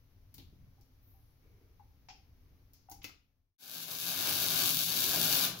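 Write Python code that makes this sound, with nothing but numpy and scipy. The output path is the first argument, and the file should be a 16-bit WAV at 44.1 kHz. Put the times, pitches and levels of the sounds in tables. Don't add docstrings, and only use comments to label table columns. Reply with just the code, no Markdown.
import sys
import numpy as np
from scipy import signal
from scipy.fft import rfft, irfft, next_fast_len
from scipy.io import wavfile
from scipy.ndimage import uniform_filter1d, map_coordinates

SR = 44100
rng = np.random.default_rng(int(sys.argv[2]) if len(sys.argv) > 2 else 0)


def waveform_to_disk(signal):
    frames = np.transpose(np.atleast_2d(signal))
    scaled = np.clip(frames, -1, 1) * 32767
    samples = np.round(scaled).astype(np.int16)
    wavfile.write(sys.argv[1], SR, samples)


N = 246959
TIME, CONTACT_TIME = np.arange(N) / SR, np.arange(SR // 2) / SR
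ARC_ON_S, ARC_OFF_S = 3.58, 5.455


def amp(db):
    return 10 ** (np.asarray(db) / 20)


def unit(x):
    return x / np.sqrt(np.mean(x ** 2) + 1e-20)


def along(points, hz):
    point_hz, values = np.transpose(points)
    return np.interp(np.log(hz + 1), np.log(point_hz + 1), values)


def wobble(rate):
    return map_coordinates(rng.standard_normal(int(N * rate / SR) + 4), [TIME * rate])


def swell(start, length, attack_s, release_s):
    t = TIME - start
    return np.clip(t / attack_s, 0, 1) * np.exp(-np.maximum(t - length, 0) / release_s)


def filtered(x, response):
    n = x.shape[-1]
    size = next_fast_len(n + SR // 4)
    return irfft(rfft(x, size) * response(np.fft.rfftfreq(size, 1 / SR)), size)[..., :n]


def ride_band(x, low_hz, high_hz, gain_db):
    band = filtered(x, lambda hz: 1 / (1 + (hz / high_hz) ** 4) - 1 / (1 + (hz / low_hz) ** 4))
    return x + band * (amp(gain_db) - 1)


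def convolved(x, kernel):
    return signal.fftconvolve(np.atleast_2d(x), np.atleast_2d(kernel), axes=1)[:, :x.shape[-1]]


def impulse(colour, peaks=(), size=4096):
    hz = np.fft.rfftfreq(size, 1 / SR)
    peaks_db = sum(db / (1 + ((hz - centre) / width) ** 2) for centre, width, db in peaks)
    cepstrum = irfft(np.log(amp(along(colour, hz) + peaks_db)))
    cepstrum[1:size // 2] *= 2
    cepstrum[size // 2 + 1:] = 0
    return irfft(np.exp(rfft(cepstrum)))


def diffuse(n):
    # frequency_hz, correlation
    likeness = [(40, 0.94), (130, 0.86), (300, 0.77), (700, 0.32), (2000, 0)]
    angle = lambda hz: np.arccos(np.clip(along(likeness, hz), -1, 1)) / 2
    weights = lambda hz: np.array([np.cos(angle(hz)), np.sin(angle(hz))])
    mid, side = filtered(rng.standard_normal((2, n)), weights)
    return np.array([mid + side, mid - side])


def noise(colour):
    return unit(filtered(diffuse(N), lambda hz: amp(along(colour, hz))))


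def burst(pulse, t60):
    puff = diffuse(len(CONTACT_TIME)) * amp(-60 * CONTACT_TIME / t60)
    return convolved(puff, pulse / np.linalg.norm(pulse))


def ringing(modes, attack_s, t=CONTACT_TIME):
    ring = sum(amp(db - 60 * t / t60) * np.sin(2 * np.pi * hz * t) for hz, db, t60 in modes)
    return ring * (1 - np.exp(-t / attack_s))


def room_tail(build_s):
    # frequency_hz, t60_s
    decay = [(150, 0.49), (800, 0.36), (3000, 0.43), (7000, 0.33), (15000, 0.21)]
    hz, t, spectrum = signal.stft(diffuse(SR * 3 // 4), SR, nperseg=256)
    tail = signal.istft(spectrum * amp(-60 * t / along(decay, hz)[:, None]), SR, nperseg=256)[1]
    tail *= 1 - np.exp(-np.arange(tail.shape[1]) / SR / build_s)
    return tail / np.linalg.norm(tail[0])


def contact(start_s, sound, room_db):
    out = np.zeros((2, N + SR))
    room = amp(room_db) * convolved(sound, room_tail(build_s=0.0013))
    out[:, round(start_s * SR):][:, :len(CONTACT_TIME)] = sound + room
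    return out[:, :N]


def rumble_and_rubbing():
    # start_s, length_s, rub_db, rumble_db, groan_hz, groan_db
    strokes = [(0.33, 0.32, -83, -60, 150, -64.5), (1.407, 0.24, -75.5, -73, 425, -73),
               (2.39, 0.15, -80, -64.5, 339, -79), (2.894, 0.12, -72, -55, 302, -71)]
    # frequency_hz, level_db
    rumble_colour = [(20, -6), (34, 3.5), (50, -1.5), (100, 2.5), (125, -6), (175, -15), (230, -20.5),
                     (268, -10), (330, -33), (700, -54)]
    rub_colour = [(120, -19.5), (300, 0.5), (430, -0.5), (580, -9.5), (1200, -16.5), (1950, -17.5),
                  (2250, -9), (2500, -19), (5000, -31.5)]
    hiss_colour = [(300, 9.5), (2000, -1), (3500, -2.5), (6000, -1.5), (7500, -13), (9500, -8),
                   (11000, -1.5), (15000, 0.5)]
    rub_gain, rumble_gain, groan = amp(-84), amp(-64), np.zeros(N)
    for start, length, rub_db, rumble_db, groan_hz, groan_db in strokes:
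        push = swell(start, length, attack_s=0.032, release_s=0.1)
        rub_gain = np.hypot(rub_gain, amp(rub_db) * push)
        rumble_gain = np.hypot(rumble_gain, amp(rumble_db) * push)
        groan += amp(groan_db) * push * np.sin(2 * np.pi * groan_hz * TIME)
    rumble = rumble_gain * amp(1.04 * wobble(rate=7.9)) * noise(rumble_colour)
    rub = rub_gain * amp(wobble(rate=25.3)) * noise(rub_colour)
    groan *= wobble(rate=130)
    hiss = amp(-73.5) * noise(hiss_colour)
    return (rumble + rub + groan + hiss) * amp([[0.8], [-0.8]])


def clacks():
    # start_s, level_db, resonance_hz, height_db, t60_s
    hits = [(0.342, -62, 4530, 7, .1), (.381, -55, 3980, 12, 0.074), (.396, -59.5, 3600, 17, 0.11),
            (.811, -73.5, 5600, 20, 0.15), (2.086, -53.5, 2410, 9.5, 0.08), (2.088, -54.5, 5230, 27, 0.18),
            (2.1, -54.5, 2920, 15, 0.075), (2.735, -68.5, 5650, 16.5, 0.48), (2.913, -50.5, 6400, 20, 0.14),
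            (3.017, -54.5, 2800, 8, 0.27), (3.043, -35, 2500, 5.5, 0.036), (3.05, -37.5, 5400, 7.5, 0.02),
            (3.093, -46.5, 1210, 18, 0.037)]
    # frequency_hz, level_db
    colour = [(400, -6.5), (1200, -10.5), (1750, -10), (2100, -4.5), (3700, -6.5), (4600, -4), (5400, -5),
              (7000, -7), (10000, -34.5)]
    out = np.zeros((2, N))
    for start, db, hz, height_db, t60 in hits:
        pulse = impulse(colour, peaks=[(hz, 0.29 * hz, height_db)])
        out += contact(start, amp(db) * burst(pulse, t60), room_db=-3.5)
    return out


def ticks():
    # start_s, level_db
    hits = [(0.342, -43), (.381, -50), (0.81, -60.5), (2.734, -51.5), (2.898, -42.5), (2.915, -37.5),
            (3.031, -43.5), (3.043, -33.5)]
    # frequency_hz, level_db
    colour = [(2000, -38.5), (5000, -15), (10000, -8.5), (13000, -5.5), (16000, -2.5)]
    pulse = impulse(colour)
    return sum(contact(start, amp(db) * burst(pulse, t60=0.037), room_db=-0.5) for start, db in hits)


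def tool_knocks():
    # start_s, level_db
    hits = [(.381, -63.5), (.779, -70), (1.139, -69.5), (1.796, -55), (2.086, -47), (2.101, -52),
            (2.886, -47.5), (2.914, -42.5)]
    # pitch_hz, level_db, t60_s
    modes = [(788.4, 3, 0.093), (859, -3.5, 0.057), (942, -5.5, 0.037), (1000, -15, 0.035),
             (1500, -20, 0.068), (2030, -22, 0.06), (2800, -24.5, 0.06)]
    # frequency_hz, level_db
    colour = [(300, -27), (650, -17.5), (800, 4), (950, -4.5), (1300, -24), (2600, -41.5), (6000, -70.5)]
    out = np.zeros((2, N))
    for start, db in hits:
        grip = 1 + 0.013 * rng.standard_normal()
        ring = ringing(modes, attack_s=0.0049, t=grip * CONTACT_TIME)
        tock = amp(-4.5) * burst(impulse(colour), t60=0.06)
        out += contact(start, amp(db - 0.5) * (ring + tock), room_db=-5)
    return out


def tyre_thuds():
    # start_s, level_db
    hits = [(0.382, -56), (.398, -55), (.525, -56), (.8, -68), (2.913, -54), (3.043, -44), (3.085, -52)]
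    # frequency_hz, level_db
    colour = [(60, -16), (170, -3), (300, 9), (430, -7), (800, -28), (2000, -55)]
    pulse = impulse(colour)
    return sum(contact(start, amp(db) * burst(pulse, t60=0.066), room_db=-9) for start, db in hits)


def blade_sizzle():
    start_s, t60_s = 1.0, 0.86
    first_hz, last_hz, sink_hz_per_s = 15700, 10600, 15000
    hz = np.clip(first_hz - sink_hz_per_s * (TIME - start_s), last_hz, first_hz)
    envelope = swell(start_s, length=0.1, attack_s=0.055, release_s=t60_s / np.log(1000))
    band = unit(filtered(rng.standard_normal((2, N)), lambda f: 1 / (1 + (f / 2200) ** 4)))
    gliding_band = band * np.sin(2 * np.pi * np.cumsum(hz) / SR)
    return amp(-64.5 + 1.3 * wobble(rate=30)) * envelope * gliding_band


def steel_ring():
    # pitch_hz, level_db, t60_s
    modes = [(2030, -4, 0.15), (2105, -4.5, 0.13), (2580, 1.5, 0.1), (2590, -4, 0.15), (2640, -6.5, .22),
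             (4050, -13, 0.3), (4530, -8, .25), (5500, -10, .18), (6500, -7.5, 0.2)]
    return contact(start_s=3.043, sound=amp(-45) * ringing(modes, attack_s=0.00046), room_db=-15.5)


def pops(rate, scatter_db, unevenness):
    gap_draw, size_draw = rng.standard_normal((8000, 2)).T
    gaps = np.exp(unevenness * gap_draw)
    at = ((ARC_ON_S + np.cumsum(gaps / gaps.mean()) / rate) * SR).astype(int)
    sizes = amp(scatter_db * np.minimum(size_draw, 1.8))
    train = np.bincount(at[at < N], sizes[at < N], N)
    return train / np.sqrt(np.mean(train[int(ARC_ON_S * SR):] ** 2))


def arc():
    # time_s, crackle_db, sputter_lift_db
    burn = [(3.65, -28.5, 1.5), (3.9, -33, -2), (4.07, -29.5, 1), (4.22, -32, 4), (4.42, -31.5, 1.5),
            (4.62, -30, 1.5), (4.69, -29.5, -8.5), (4.8, -32, -1.5), (4.83, -32.5, -4), (4.865, -34, -5),
            (4.89, -31, 2), (5.01, -32, -0.5), (5.06, -30, 2), (5.16, -31, 2.5), (5.3, -31, 4),
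            (5.44, -29, 2)]
    # start_s, level_db
    spatter_pops = [(3.68, -3), (3.6974, -2), (3.7147, -1), (3.7261, -6), (3.7452, -5), (3.7572, -7),
                    (3.7691, -4), (3.7827, -3), (3.8029, -4), (3.8284, -6), (3.8825, -7), (3.9122, -4),
                    (3.9507, -6), (3.9869, -5), (4.0005, -5), (4.0371, -6), (4.0548, -6), (4.066, -5),
                    (4.0828, -5), (4.0951, -4), (4.1107, -7), (4.1263, -5), (4.1432, -7), (4.1748, -7),
                    (4.191, -5), (4.2092, -3), (4.2255, -5), (4.2729, -1), (4.2936, -2), (4.3112, -6),
                    (4.3259, -5), (4.3388, -5), (4.3529, -4), (4.3686, -7), (4.3875, -5), (4.4018, -6),
                    (4.4186, -7), (4.4415, -6), (4.4641, -5), (4.4854, -5), (4.5193, -6), (4.5588, -5),
                    (4.5756, -7), (4.6192, -6), (4.6371, -3), (4.6588, -3), (4.6766, -5), (4.693, -2),
                    (4.7044, -6), (4.7452, -6), (4.7702, -2), (4.79, -5), (4.9736, -6), (4.9895, -6),
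                    (5.041, -6), (5.0626, -7), (5.1336, -6), (5.1607, -5), (5.2017, -6), (5.2143, -4),
                    (5.2664, -7), (5.3274, 0), (5.333, -4), (5.3437, -6), (5.4112, -5), (5.4238, -7),
                    (5.4387, -2), (5.4442, -5)]
    # start_s, length_s
    stalls = [(3.842, 0.024), (4.758, 0.0039), (4.848, 0.0074)]
    # frequency_hz, level_db
    pop_colour = [(20, -40), (45, -9), (85, -18.5), (122, -7.5), (172, -5), (240, -11.5), (400, -11),
                  (500, -15), (640, -8.5), (850, -8), (1150, -10.5), (1580, -4), (2100, -10), (4000, -0.5),
                  (7000, -2.5), (11000, 0), (14500, 1.5)]
    # centre_hz, width_hz, gain_db
    metallic_colour = [(334, 45, 6), (484, 21, -1), (660, 45, 3), (809, 24, 6), (894, 26, -6.5),
                       (978, 16, 4.5), (1067, 14, -0.5), (1181, 23, 10), (1314, 39, -5), (1440, 19, 1),
                       (1903, 71, -14), (2050, 16, -2), (3576, 7.7, 5), (3925, 8.5, 2.5), (4530, 52, 5),
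                       (4982, 12, 5), (5120, 10, 4), (10500, 16, 6), (10800, 19, 7), (11695, 20, 6.5),
                       (12070, 16, 1), (12400, 14, 2.5), (14200, 900, 2), (15387, 14, 9), (15648, 18, 6)]
    burn_s, crackle_db, lift_db = np.transpose(burn)
    spatter_s, spatter_db = np.transpose(spatter_pops)
    spatter = np.bincount(np.round(spatter_s * SR).astype(int), amp(spatter_db - 0.3), N)
    hush_s = 0.003
    burning = (TIME > ARC_ON_S) & (TIME < ARC_OFF_S)
    for start, length in stalls + [(pop_s - hush_s, hush_s) for pop_s in spatter_s]:
        burning[round(start * SR):round((start + length) * SR)] = False
    crackle = amp(-2) * pops(rate=260, scatter_db=2.5, unevenness=0.7)
    fizz = pops(rate=2200, scatter_db=6, unevenness=0.9) * amp(3 * wobble(rate=130))
    surge = amp(np.interp(TIME, burn_s, crackle_db) + wobble(rate=35))
    bursts = (crackle + amp(-5) * fizz) * surge * burning + spatter
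    bursts += amp(-53.5) * fizz * (TIME >= ARC_OFF_S)
    sputter_db = np.interp(TIME, burn_s, lift_db) + 1.2 * wobble(rate=30)
    bursts = ride_band(bursts, low_hz=257, high_hz=2100, gain_db=sputter_db)
    return -convolved(bursts + pool_plops(), impulse(pop_colour, metallic_colour))


def arc_paths(smear_s):
    # delay_s, left_db, right_db
    paths = [(0, 0, -13), (.0013, -19, -3), (.00205, -22, -9.5), (.00556, -15.5, -5.5), (.00605, -15, -9.5),
             (0.0111, -15.5, -4.5), (0.0155, -22.5, -2.5)]
    response, t = np.zeros((2, SR // 10)), np.arange(SR // 400) / SR
    for delay, left_db, right_db in paths:
        arrival = rng.standard_normal((2, len(t))) * np.exp(-t / smear_s) * (t > 0)
        arrival *= amp(-5.5) / np.linalg.norm(arrival[0])
        arrival[:, 0] = amp([0.4, -5])
        response[:, round(delay * SR):][:, :len(t)] += amp([[left_db], [right_db]]) * arrival
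    return response


def bench_and_room(source, spots=2):
    # frequency_hz, gain_db
    shade = [(200, 0), (400, 0), (700, -3.5), (1300, -3.5), (2400, 1.5), (3500, -0.5), (4600, -7),
             (11000, -3.5), (15000, -3.5)]
    spot = np.repeat(rng.integers(spots, size=N // 256 + 1), 256)[:N]
    shares = [uniform_filter1d((spot == k).astype(float), size=32) for k in range(spots)]
    room = sum(convolved(source * share, room_tail(build_s=0.0076)) for share in shares)
    left, right = convolved(source, arc_paths(smear_s=0.00036)) + amp(1) * room
    return np.array([left, convolved(right, impulse(shade))[0]])


def room_boom(source):
    # pitch_hz, gain_db, t60_s
    modes = [(75, -3, 0.1), (118.8, -6, 0.2), (169.3, -3, 0.5), (262, 7, 0.25), (385.8, 6, 0.25)]
    resonance = lambda f, hz, t60: 1j * f / (1j * f + (hz ** 2 - f ** 2) * np.pi * t60 / np.log(1000))
    response = lambda f: sum(amp(db) * resonance(f, hz, t60) for hz, db, t60 in modes)
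    return filtered(np.pad(source, (0, SR)), response)[:N]


def room_drone():
    # pitch_hz, level_db
    resonances = [(120, -58.5), (168, -56)]
    wander_hz, flutter_per_s = 9, 26
    out = np.zeros(N)
    for hz, db in resonances:
        phase = 2 * np.pi * np.cumsum(hz + wander_hz * wobble(rate=9)) / SR
        tone = wobble(flutter_per_s) * np.sin(phase) + wobble(flutter_per_s) * np.cos(phase)
        out += amp(db) * unit(tone)
    return out


def pool_plops(t60_s=0.067):
    # start_s, level_db, top_hz
    plops = [(3.881, 7, 1500), (4.295, 11, 170), (4.47, 9, 110), (4.7, 13, 110), (5.039, 6, 503),
             (5.132, 8, 1000), (5.175, 4, 700), (5.24, 10, 250), (5.41, 10, 130), (5.536, 0.5, 1080)]
    out, t = np.zeros(N + SR), np.arange(SR // 10) / SR
    for start, db, top_hz in plops:
        puff = rng.standard_normal(len(t)) * amp(-60 * t / t60_s)
        band = signal.butter(2, [top_hz / 4, top_hz], "bandpass", fs=SR, output="sos")
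        out[round(start * SR):][:len(t)] += amp(db) * signal.sosfilt(band, puff / np.linalg.norm(puff))
    return out[:N]


def falter(x, at_s=4.854, half_width_s=0.01, depth_db=-12):
    dip = np.exp(-((TIME - at_s) / half_width_s) ** 2)
    return ride_band(x, low_hz=350, high_hz=2600, gain_db=depth_db * dip)


def scene():
    change_s, fade_out_s, fade_in_s = 3.582, 0.97, 1.0
    crackle = arc()
    welding = falter(bench_and_room(crackle)) + room_boom(crackle[0]) + room_drone()
    contacts = clacks() + ticks() + tyre_thuds() + tool_knocks() + steel_ring()
    tyre_work = contacts * amp([[1.5], [-1.5]]) + blade_sizzle() + rumble_and_rubbing()
    fade_out = np.clip((change_s - TIME) / fade_out_s, 0, 1)
    fade_in = np.clip((TIME - change_s) / fade_in_s, 0, 1)
    return tyre_work * fade_out + welding * fade_in


def record(dry):
    # frequency_hz, gain_db
    left_mic = [(6400, 1), (7400, -2.5), (8300, -8.5), (8900, -18), (9500, -7.5), (10300, 0)]
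    right_mic = [(6400, 0.5), (7400, -9.5), (8900, -16.5), (9500, -8.5), (10300, -2.5)]
    band_limit = lambda hz: np.sin(np.pi / 2 * np.clip((16000 - hz) / 300, 0, 1)) ** 2
    return filtered(dry, lambda hz: amp([along(left_mic, hz), along(right_mic, hz)]) * band_limit(hz))


dry = scene()
out = record(dry)
waveform_to_disk(out)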